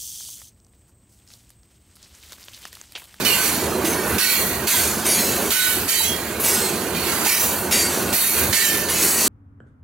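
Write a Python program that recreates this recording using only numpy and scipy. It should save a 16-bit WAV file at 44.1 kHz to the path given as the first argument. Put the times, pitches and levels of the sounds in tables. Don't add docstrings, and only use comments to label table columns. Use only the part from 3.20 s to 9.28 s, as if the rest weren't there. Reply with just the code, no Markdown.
import sys
import numpy as np
from scipy import signal
from scipy.fft import rfft, irfft, next_fast_len
from scipy.io import wavfile
from scipy.ndimage import uniform_filter1d

SR = 44100
rng = np.random.default_rng(int(sys.argv[2]) if len(sys.argv) > 2 else 0)


def ratio(d):
    e = np.asarray(d, float) / 20
    return 10 ** e


def unload_audio(sound):
    columns = np.transpose(np.atleast_2d(sound))
    steps = np.round(np.clip(columns, -1, 1) * 32767)
    wavfile.write(sys.argv[1], SR, steps.astype(np.int16))


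N = 268122

# knock, scrape, sizzle level/dB
CLANGS = [(0, 0.024, -34, -1, -11, 3), (0.047, 0.21, -27, -2, -4, 7.4), (0.643, 0.016, -31.5, -5, 2, 9.9),
          (0.983, 0.28, -28, -3.5, -1, 7.9), (1.469, 0.12, -23, -0.5, 1.5, 7),
          (1.85, 0.24, -29, -0.5, 7.5, 7.1), (2.301, 0.25, -28.5, -2, -0.5, 9.1),
          (2.678, 0.036, -30, -7, 6.5, 6.5), (3.196, 0.025, -40.5, -4, 12, 23),
          (3.234, 0.12, -29.5, -4.5, 7, 10), (3.746, 0.69, -28.5, -5, -9, 3.1),
          (4.046, 0.12, -27, -9, 2, 6.5), (4.508, 0.033, -25, -3, 5.5, 6.2),
          (4.925, 0.24, -31.5, -11, 4, 14), (5.324, 0.27, -26.5, -2, 2.5, 5.5),
          (5.683, 0.11, -31, -2, 9, 7)]
SCRAPES = [(.2, 0.15, -25.5, -0.5, 1.5, 4.3), (.78, .06, -41, 9, 5, 10), (.84, .1, -34, 7, 4, 11.5),
           (1.06, 0.15, -31, -4, -2, 13.3), (1.57, 0.064, -31, -1, 8.5, 9.6),
           (2.06, 0.29, -28.5, 0, 1.5, 5.4), (2.38, 0.15, -31.5, -1, -4, 11.4), (2.73, 0.11, -38, 7, 3, 20),
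           (3.4, 0.21, -33.5, 1, 1, 5), (3.82, 0.31, -32, 7, 5, 6.7), (4.16, 0.053, -30, -1, 4, 17),
           (4.68, .2, -31, -2, 4, 5.8), (5.13, 0.081, -25, 1.5, -0.5, 9), (5.77, 0.24, -27, 0, 8.5, 11),
           (5.95, 0.17, -25, -1, 9, 4.8)]
# t/s, crack level/dB, left minus right/dB at the blow,
# the same as it dies away/dB, level of the ringing crowd/dB
BLOWS = [(0, -34, -5, -5, -8), (0.049, -22.5, -6, -2, -10.5), (.647, -24.5, -2, -3, -11),
         (0.982, -20.5, -5.5, -5, -8.5), (1.472, -28, -3.5, -2, -15), (1.854, -26, -0.5, -2, -9),
         (2.306, -22.5, -6, -5, -11), (2.679, -30, -6.5, -4, -8.5), (3.201, -34, -3, 11, -24),
         (3.235, -36, -1, -5.5, -9), (3.75, -50, -4.5, -7, -15), (4.051, -24, -4.5, -2, -8.5),
         (4.511, -24, 0, -2, -8), (4.927, -24.5, -5.5, -4, -10), (5.329, -18.5, -5.5, -4, -9),
         (5.686, -27, -2, -0.5, -10.5)]
# t of the peak/s, length/s, f/Hz, level/dB
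SINGING_TONES = [(.06, .1, 2973, -24), (.07, .05, 2044, -30), (.09, .22, 4402, -28), (.13, .08, 2790, -23),
                 (.19, .09, 1525, -27), (.26, .15, 12562, -31), (.71, .12, 6210, -31),
                 (1.003, .05, 1607, -31), (1.02, .17, 1496, -33), (1.1, .26, 4390, -27),
                 (1.08, .17, 3919, -33), (1.19, .2, 1924, -34), (1.14, .16, 2294, -29),
                 (1.04, .1, 5350, -33), (1.04, .1, 2620, -33), (1.542, .15, 12521, -30),
                 (1.562, .21, 7602, -32), (1.5, .09, 3824, -32), (1.6, .17, 8549, -27),
                 (1.6, .1, 1530, -34), (1.62, .14, 4456, -35), (2.06, .3, 4047, -33),
                 (2.34, .12, 2954, -33), (1.893, .08, 8621, -25), (1.89, .09, 10636, -29),
                 (1.9, .18, 10717, -27), (1.97, .3, 6657, -29), (1.92, .07, 9704, -28),
                 (1.92, .12, 5821, -32), (1.93, .1, 4631, -25), (1.98, .07, 2432, -32),
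                 (2.43, .14, 3840, -27), (2.41, .1, 4400, -32), (2.5, .14, 3010, -34),
                 (2.43, .2, 11060, -30), (2.44, .23, 1491, -26), (2.47, .2, 7625, -32),
                 (2.5, .09, 2261, -32), (2.71, .09, 14409, -29), (2.79, .24, 3093, -32),
                 (2.79, .12, 4523, -27), (2.86, .12, 5620, -33), (2.84, .12, 7400, -32),
                 (2.9, .14, 3296, -29), (2.81, .11, 3925, -27), (2.87, .1, 6442, -31),
                 (3.26, .19, 8422, -28), (3.25, .15, 10414, -27), (3.36, .24, 4926, -34),
                 (3.37, .08, 1454, -32), (3.46, .2, 8337, -33), (3.45, .14, 4272, -32),
                 (3.82, .15, 4430, -34), (4.12, .12, 2271, -33), (4.53, .26, 9634, -30),
                 (4.532, .1, 6696, -28), (4.592, .17, 11626, -30), (4.6, .18, 4653, -23),
                 (4.61, .08, 10762, -30), (4.68, .15, 8085, -30), (4.55, .12, 2823, -33),
                 (4.92, .15, 1446, -34), (5.16, .09, 1417, -33), (5.07, .25, 13563, -28),
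                 (5.01, .28, 10148, -31), (5.04, .1, 3796, -29), (5.11, .07, 2250, -33),
                 (5.05, .27, 4368, -32), (5.11, .19, 12406, -29), (5.378, .17, 4520, -31),
                 (5.45, .36, 1785, -26), (5.43, .06, 1928, -30), (5.39, .11, 2211, -33),
                 (5.47, .14, 5651, -34), (5.5, .17, 3079, -33), (5.97, .13, 1902, -34),
                 (5.45, .1, 3909, -29), (5.46, .11, 7387, -30), (5.93, .14, 7791, -28)]
# f/Hz, level per Hz/dB
STEEL_SPECTRUM = [(700, -35), (1000, 0), (1500, 5), (3500, 1), (4400, 3.5), (5200, -8.5), (6300, -6),
                  (9000, -10), (10500, -9), (12100, -11.5), (14200, -12)]
# f/Hz, level/dB
ASIDE_DIFFERENCE = [(400, -14), (1000, -7.5), (2400, -0.5), (4400, 1.5), (8000, 1.5), (11000, -2),
                    (15000, -35)]
# f/Hz, phase/rad
ASIDE_PHASE = [(4000, 0.43), (6000, 0.58), (8000, 0.95), (11000, 1.43)]
# t/s, level/dB, f/Hz
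THUDS = [(0.099, -5, 400), (0.255, -13, 830), (0.639, 2.5, 330), (1.54, -7, 970), (2.112, -4, 365),
         (4.06, -6, 840), (2.803, -8.5, 900), (3.504, -4.5, 400)]
# t/s, car body level/dB, roll re body level/dB, deep boom re body level/dB
RUMBLE_LEVELS = [(0, -27.5, -8.5, -12), (.23, -33.5, 1.5, -14), (.41, -26, -7.5, -14), (.67, -25, -7, -17),
                 (.8, -27, -3.5, -18), (.95, -26.5, -5, -11), (1.3, -29.5, -5, -9.5), (1.7, -31, -2.5, -8),
                 (1.95, -29, -5, -17.5), (2.29, -25.5, -7.5, -13), (2.6, -31, -5.5, -7),
                 (3.02, -32, -5, -10), (3.25, -30.5, -3, -16), (3.72, -26.5, -8, -15),
                 (3.8, -29.5, -4.5, -8.5), (4.0, -31, 0, -10), (4.3, -30.5, -3, -13.5),
                 (4.9, -26, -6.5, -15.5), (5.28, -26.5, -7, -7), (5.6, -30, -6.5, -14.5),
                 (6.08, -31, -3.5, -14.5)]
# f/Hz, level per Hz/dB
RUMBLE_SPECTRUM = [(15, -63), (25, -56), (70, -6.5), (104, -5), (186, -11), (224, 3), (280, -9),
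                   (344, -0.5), (394, -0.5), (476, -7.5), (769, -10.5), (867, -9.5), (961, -8),
                   (1350, -6.5), (1500, 4.5), (1950, 3), (3300, -120)]
# f/Hz, left minus right level/dB
RUMBLE_BALANCE = [(60, 0.5), (180, 0), (550, -5), (1650, -7.5), (4970, -4.5), (15000, -0.5)]
# t/s, depth/dB, hold/s
RUMBLE_DIPS = [(0.967, 12.5, 0.073), (1.448, 8, .03), (2.289, 16, 0.074), (2.663, 10.5, 0.07),
               (4.056, 8, 0.06), (4.928, 12.5, 0.11), (5.3, 11, 0.089)]

KNOCK_HZ, RING_HZ, SCRAPE_HZ, SIZZLE_HZ, EDGE_HZ = 1200, 2500, 6000, 11000, 15900
# steady roll level/dB, sag while held/(dB/s), fall after/(dB/s)
KNOCK, RING = (-31.5, 36, 85), (-34, 24, 67)
SCRAPE, SIZZLE = (-34.5, 4.3, 41.5), (-30, 2.3, 66)
STRIKE_S, SWELL_S = 0.004, 0.063
ASIDE_DB = -9
SWELL_SHARE = 0.47
SAG_PER_S = 0.03
ROLL_HZ, HUM_HZ = 667, 79.8
DIP_FALL_S, DIP_RECOVER_DB_PER_S = 0.042, 94
ROLL_DIP_SHARE, DEEP_DIP_SHARE = 0.42, 0.96


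def clangs():
    steel, scatter = steel_noise()
    crack_band = band(rng.standard_normal(N), 1130, 6600, order=2)
    middle = ratio(-5.5) * steel + ratio(-2.34) * tones() + crack_envelope() * crack_band
    aside = how_far_aside()
    turned = coloured(middle, lambda hz: ratio(read(ASIDE_DIFFERENCE, hz)) * np.exp(1j * read(ASIDE_PHASE, hz)))
    scattered = coloured(scatter, lambda hz: hz / (hz + 4000))
    side = -aside * turned + ratio(-12.5 + 4.8 * aside) * scattered
    return np.array([middle + side, middle - side])


def steel_noise():
    ring_db, knock_db, scrape_db, sizzle_db = np.array(CLANGS + SCRAPES)[:, 2:].T
    steel = evened(noise(STEEL_SPECTRUM, size=2048, patchy_db=4.0, bins=2, frames=5, channels=2))
    steel = steel + ratio(-3.5) * rings() * np.array([[1], [0]])
    flicker_at = np.arange(0, N, 300)
    flicker = np.interp(np.arange(N), flicker_at, rng.standard_normal(N // 300 + 1))
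    steel *= ratio(0.71 * flicker)
    parts = [(knock_db, KNOCK, KNOCK_HZ, RING_HZ),
             (0, RING, RING_HZ, SCRAPE_HZ),
             (scrape_db, SCRAPE, SCRAPE_HZ, SIZZLE_HZ),
             (sizzle_db, SIZZLE, SIZZLE_HZ, SR)]
    return sum(clang_level(ring_db + db, *shape) * band(steel, lo, hi) for db, shape, lo, hi in parts)


def clang_level(start_db, steady_db, sag_db, fall_db):
    s, hold = np.array(CLANGS + SCRAPES)[:, :2].T[..., None]
    rises = np.repeat([STRIKE_S, SWELL_S], [len(CLANGS), len(SCRAPES)])[:, None]
    grid = np.arange(0, N + 32, 32)
    t = grid / SR - s
    sagged = sag_db * np.clip(t, 0, hold)
    fallen = fall_db * np.maximum(t - hold, 0)
    each = ratio(start_db[:, None] - sagged - fallen) * np.clip(t / rises, 0, 1)
    power = ratio(steady_db) ** 2 + (each ** 2).sum(0)
    return np.interp(np.arange(N), grid, np.sqrt(power))


def crack_envelope():
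    out, t = np.zeros(N), np.arange(2500) / SR
    for s, db, *_ in BLOWS:
        add(out, s, ratio(db - 60 * t / 0.2))
    return out


def how_far_aside():
    ends = [row[0] - .001 for row in BLOWS[1:]] + [N / SR]
    points = []
    for (s, _, first_db, last_db, _), end in zip(BLOWS, ends):
        points += [(s, first_db), (end, last_db)]
    pan_db, = curves(points)
    return np.clip(pan_db / ASIDE_DB, 0, 1.2)


def tones():
    out, blows = np.zeros(N), np.array(BLOWS)[:, 0]
    for s, length, hz, db in SINGING_TONES:
        since_blow = s - blows[blows < s - .005].max()
        rise = min(SWELL_SHARE * length, since_blow)
        sing(out, s - rise, rise, length - rise, hz, db, waver_db=2)
    return out


def rings(count=110):
    out = np.zeros(N)
    for s, *_, ringing_db in BLOWS:
        for late, fall, pitch, faint in rng.random((count, 4)):
            start, fall_s = s + .2 * late ** 2, .04 + .12 * fall
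            hz = 1800 * 8 ** pitch ** 1.1
            db = ringing_db - 5 * faint - 12 * pitch
            sing(out, start, .012, fall_s, hz, db, waver_db=2.5)
    return evened(out)


def sing(out, s, rise, fall, hz, db, waver_db):
    t = np.arange(-round(rise * SR), round(2.5 * fall * SR)) / SR
    drop_db = 10 * np.where(t < 0, (t / rise) ** 4, (t / fall) ** 2)
    swell_db = db - drop_db + waver_db * wobble(len(t), 49.7)
    turns = np.cumsum(hz * (1 - SAG_PER_S * t) + 6 * wobble(len(t), 50.4)) / SR
    beat_hz = rng.uniform(15, 45)
    pair = np.sin(2 * np.pi * turns) + .3 * np.sin(2 * np.pi * (turns + beat_hz * t))
    add(out, s, np.sqrt(2) * ratio(swell_db) * pair * signal.windows.tukey(len(t), .1))


def thuds():
    out, t = np.zeros(N), np.arange(1500) / SR
    for s, db, hz in THUDS:
        envelope = ratio(db - 60 * t / 0.034) * (1 - np.exp(-t / 0.0087))
        add(out, s, envelope * np.sin(2 * np.pi * hz * t))
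    return out * ratio(np.array([[-2.], [2.]]))


def rumble():
    body_db, roll_db, deep_db = curves(RUMBLE_LEVELS)
    dip_db = dips()
    deep_db = deep_db - 1.5 * wobble(N, 8) + (1 - DEEP_DIP_SHARE) * dip_db
    roll_db = roll_db + (1 - ROLL_DIP_SHARE) * dip_db
    body_db = body_db - dip_db
    common, left, right = noise(RUMBLE_SPECTRUM, size=1024, patchy_db=1.5, bins=3, frames=4, channels=3)
    pair = common + 0.21 * np.array([left, right])
    hum = np.sin(2 * np.pi * np.cumsum(HUM_HZ + 4 * wobble(N, 4.975)) / SR)
    deep = ratio(deep_db) * (band(pair, 66, 82, order=3) + 1.06 * hum)
    body = band(pair, 130, ROLL_HZ)
    roll = ratio(roll_db) * band(pair, ROLL_HZ, KNOCK_HZ)
    both = ratio(body_db) * (deep + body + roll)
    return coloured(both, lambda hz: ratio(np.outer([.5, -.5], read(RUMBLE_BALANCE, hz))))


def dips():
    t, total = np.arange(N) / SR, np.zeros(N)
    for s, db, hold in RUMBLE_DIPS:
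        falling = db * np.clip((t - s) / DIP_FALL_S, 0, 1)
        recovering = db - DIP_RECOVER_DB_PER_S * np.maximum(t - s - DIP_FALL_S - hold, 0)
        total += np.minimum(falling, np.maximum(recovering, 0))
    return total


def noise(spectrum, size, patchy_db, bins, frames, channels=1):
    count, hz = 4 * N // size + 5, np.fft.rfftfreq(size, 1 / SR)
    patches = rng.standard_normal((count, len(hz))).T
    for _ in range(2):
        patches = uniform_filter1d(uniform_filter1d(patches, bins, 0), frames, 1)
    re, im = rng.standard_normal((count, len(hz), channels, 2)).T
    z = (re + 1j * im) * ratio(read(spectrum, hz)[:, None] + patchy_db * evened(patches))
    return signal.istft(z, nperseg=size, noverlap=3 * size // 4)[1][:, :N]


def wobble(count, hz):
    return np.interp(np.arange(count) * hz / SR, np.arange(200), rng.standard_normal(200))


def band(x, lo_hz, hi_hz, order=6):
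    def gain(hz):
        low_edge = 1 + (lo_hz / (hz + 1)) ** (2 * order)
        high_edge = 1 + (hz / hi_hz) ** (2 * order)
        return 1 / np.sqrt(low_edge * high_edge)
    return evened(coloured(x, gain))


def coloured(x, gain):
    size = next_fast_len(N)
    return irfft(rfft(x, size) * gain(np.fft.rfftfreq(size, 1 / SR)), size)[..., :N]


def evened(x):
    return x / np.sqrt(np.mean(x ** 2) + 1e-20)


def read(points, hz):
    f, value = np.transpose(points)
    return np.interp(np.log(hz + 1), np.log(f + 1), value)


def curves(rows):
    s, *columns = np.transpose(rows)
    return [np.interp(np.arange(N) / SR, s, c) for c in columns]


def add(mix, s, sound):
    part = mix[round(s * SR):][:len(sound)]
    part += sound[:len(part)]


def scene():
    return clangs() + thuds() + rumble()


def low_pass(x):
    return signal.sosfilt(signal.butter(12, 16400, fs=SR, output="sos"), x)


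def record(dry):
    mix = coloured(dry, lambda hz: 1 / (1 + (hz / EDGE_HZ) ** 200))
    return low_pass(mix)


dry = scene()
out = record(dry)
unload_audio(out)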